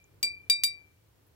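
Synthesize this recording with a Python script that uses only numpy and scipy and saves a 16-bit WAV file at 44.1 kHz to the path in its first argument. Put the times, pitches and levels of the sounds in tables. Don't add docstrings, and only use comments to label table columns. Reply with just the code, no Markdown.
import sys
import numpy as np
from scipy import signal
from scipy.fft import rfft, irfft
from scipy.io import wavfile

SR = 44100
rng = np.random.default_rng(int(sys.argv[2]) if len(sys.argv) > 2 else 0)


def bounce(signal):
    frames = np.transpose(np.atleast_2d(signal))
    limited = np.clip(frames, -1, 1)
    pcm = np.round(limited * 32767).astype(np.int16)
    wavfile.write(sys.argv[1], SR, pcm)


def level_to_linear(level):
    exponent = np.asarray(level, float) / 20
    return 10 ** exponent


N = 59535
T = np.arange(N) / SR
BIN_HZ = np.arange(N // 2 + 1) * SR / N


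def curve(table, hz):
    f, value = np.array(table).T
    return np.interp(np.log(hz + 1e-9), np.log(f), value)


def colour(x, table):
    y = irfft(rfft(x) * level_to_linear(curve(table, BIN_HZ)), N)
    return y / np.sqrt(np.mean(y ** 2))


def fade(at_s, decay_s, rise_s):
    t = np.maximum(T - at_s, 0)
    return (1 - np.exp(-t / rise_s)) * np.exp(-t / decay_s)


# t/s, strength/dB, place round the wall/deg, contact/s
KNOCKS = [(-0.22, -2, 0, .001), (0.2282, 0, 0, .0045), (0.4978, 2, 15, .00005), (0.6355, 2, 95, .00083)]
# f/Hz, level/dB at an antinode for a 0 dB knock, t60/s,
# lobes round the wall, antinode/deg, left over right/dB, left phase lead/rad
JAR_MODES = [(2328.1, -29.2, 0.41, 2, 69.5, 8.5, -2.9), (2358.9, -14.4, 0.42, 2, 142.0, 2.2, -1.88),
             (3180.0, -46.0, 0.12, 1, 144.0, 5.4, -0.33), (3778.0, -30.4, 0.175, 6, 13.7, 11.4, 0.56),
             (4252.0, -41.4, 0.14, 6, 43.7, -2.6, -0.74), (4644.0, -28.5, 0.21, 3, 72, -6.7, 0.34),
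             (4683.3, -15.5, 0.196, 3, 17.1, 1.0, 1.52), (5010.0, -36.8, 0.12, 3, 21.3, -5.6, 2.72),
             (5580.0, -44.7, 0.18, 3, 97.3, 5.7, -0.83), (5900.0, -45, 0.12, 3, 20, 1.6, 0.4),
             (6785.0, -34.8, 0.07, 6, 7.0, 11.7, -2.4), (7788.5, -25.3, 0.171, 4, 24.8, 1.1, 2.0),
             (7817, -23.8, 0.151, 4, 1.2, 0.8, 2.11), (9250.0, -35.8, 0.11, 1, 276.0, 9.2, 1.17),
             (9364.0, -32.7, 0.12, 5, 20.8, -1.0, 0.91), (9636.0, -34.1, 0.1, 3, 92.0, 3.8, 1.76),
             (9750.0, -34.5, 0.1, 2, 5.0, 3.2, 2.93), (10022.0, -31.2, 0.115, 5, 55.2, -4.3, -1.0),
             (10140.0, -30.8, 0.1, 1, 224.0, 1.4, -1.92), (11660.0, -48.2, 0.09, 3, 34.7, 1.4, -2.22),
             (12480.0, -53.9, 0.09, 2, 1.0, 0.2, 1.37), (13408.0, -31.3, 0.09, 1, 276.0, -4.5, -1.29),
             (13630.0, -26.4, 0.085, 2, 146.0, 8.9, -0.85), (14362.0, -28.1, 0.085, 1, 277, 3.0, 0.57),
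             (15360.0, -28.6, 0.08, 1, 260.0, 6.4, -2.62)]


def jar():
    out = np.zeros((2, N))
    for hz, db, t60, lobes, antinode_deg, pan_db, lead in JAR_MODES:
        side = level_to_linear(pan_db / 2) * np.exp(.5j * lead)
        for at, knock_db, place_deg, contact in KNOCKS:
            shape = np.cos(lobes * np.radians(place_deg - antinode_deg))
            envelope = fade(at, t60 / np.log(1000), rise_s=.001)
            phase = 2 * np.pi * hz * (T - at - contact)
            ring = level_to_linear(db + knock_db) * shape * envelope * np.exp(1j * phase)
            out += np.array([(ring * side).imag, (ring / side).imag])
    return out


# f/Hz, relative level/dB
AIR_TONE = [(15, -52.5), (25, -25), (97, -4), (200, -18.5), (236, -25.5), (270, -18.5), (301, -17),
            (427, -18), (734, -26), (863, -25.5), (9070, -37), (16000, -33)]
# f/Hz, correlation 0-1
ALIKE = [(60, .9), (130, .8), (290, .4), (640, .2), (1400, .01)]
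# t/s, level/dB on the scale of hiss_db
RUMBLE = [(0.0, -69), (0.15, -62.5), (0.352, -62.5), (0.62, -64), (0.758, -63.5), (0.962, -70),
          (1.172, -67), (1.35, -65)]


def air():
    hiss_db, rumble_top_hz = -68, 900
    alike = curve(ALIKE, BIN_HZ)
    mid, side = rfft(rng.standard_normal((2, N)))
    mid = mid * np.sqrt(1 + alike)
    side = side * np.sqrt(1 - alike)
    stereo = irfft(np.array([mid + side, mid - side]), N)
    noise = level_to_linear(hiss_db) * np.sqrt(2) * colour(stereo, AIR_TONE)
    low = irfft(rfft(noise) / (1 + (BIN_HZ / rumble_top_hz) ** 2), N)
    swell_db = np.interp(T, *np.array(RUMBLE).T)
    return noise + low * (level_to_linear(swell_db - hiss_db) - 1)


def room(dry):
    level_db, t60_s, delay_s, top_hz = -22, .15, .003, 5870
    echo = colour(rng.standard_normal((2, N)), [(top_hz, 0), (16000, -10)])
    echo = echo * fade(delay_s, t60_s / np.log(1000), rise_s=.004)
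    energy = np.mean(np.sum(echo ** 2, axis=1))
    echo = echo * level_to_linear(level_db) / np.sqrt(energy)
    return signal.fftconvolve(dry, echo, axes=1)[:, :N]


# t/s, level/dB, centre f/Hz, width/Hz, decay/s
TICKS = [(.041, -54.5, 6670, 900, 0.0024), (.144, -64.5, 11900, 7000, 0.0022),
         (1.263, -65.5, 12820, 5000, .015)]


def ticks():
    out = 0
    for at, db, hz, width, decay in TICKS:
        band = [(hz - width, -30), (hz - width / 2, 0), (hz + width / 2, 0), (hz + width, -30)]
        noise = colour(rng.standard_normal((2, N)), band)
        out = out + level_to_linear(db) * fade(at, decay, decay / 4) * noise
    return out


# t/s, level/dB, brightness/(dB per octave)
CRACKS = [(0.2288, -20.5, 1.5), (0.4978, -16.5, 2), (.6354, -18.5, 1)]
# f/Hz, relative level/dB
CRACK_TONE = [(180, -71), (300, -50), (2130, -10.5), (3240, -7.5), (4690, -4), (5930, -7.5), (9810, -13),
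              (11000, -19.5), (14900, -7.5), (16500, -28)]


def cracks():
    rattle_db = -18.5
    chatter_db, chatter_hz = 5, 400
    out = 0
    for at, db, tilt_db in CRACKS:
        tone = [(hz, level + tilt_db * np.log2(hz / 4000)) for hz, level in CRACK_TONE]
        mid, side = colour(rng.standard_normal((2, N)), tone)
        jumps = rng.standard_normal(int(N / SR * chatter_hz) + 2)
        chatter = level_to_linear(chatter_db * np.interp(T * chatter_hz, np.arange(len(jumps)), jumps))
        burst = fade(at, decay_s=.0023, rise_s=.00077)
        buzz = level_to_linear(rattle_db) * chatter * fade(at, decay_s=.011, rise_s=.006)
        out = out + level_to_linear(db) * (burst + buzz) * np.array([mid + side, mid - side])
    return out


# t/s, level/dB
THUDS = [(.229, -44.5), (.498, -50.5), (.636, -52)]
# f/Hz, level/dB against the blow, t60/s
TABLE_MODES = [(230.6, -5.5, 0.18), (393, -1.5, 0.075), (670, -3.5, 0.044), (1032, -5, .06)]


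def thuds():
    ring, shudder = 0, 0
    for at, db in THUDS:
        for hz, mode_db, t60 in TABLE_MODES:
            envelope = fade(at, t60 / np.log(1000), rise_s=.0021)
            ring = ring + level_to_linear(db + mode_db) * envelope * np.sin(2 * np.pi * hz * (T - at))
        shudder = shudder + level_to_linear(db) * fade(at, decay_s=.022, rise_s=.0071)
    rough = colour(rng.standard_normal((2, N)), [(150, -21.5), (400, -2), (1200, -9), (2500, -21)])
    return ring + level_to_linear(-1) * rough * shudder


def scene():
    dry = jar() + cracks() + thuds()
    return dry + room(dry) + ticks() + air()


def roll_off(x):
    return signal.sosfilt(signal.butter(12, 16900, fs=SR, output="sos"), x)


def record(dry):
    low_pass = signal.ellip(8, .3, 60, 15800, fs=SR, output="sos")
    mix = signal.sosfilt(low_pass, dry)
    return roll_off(mix)


dry = scene()
out = record(dry)
bounce(out)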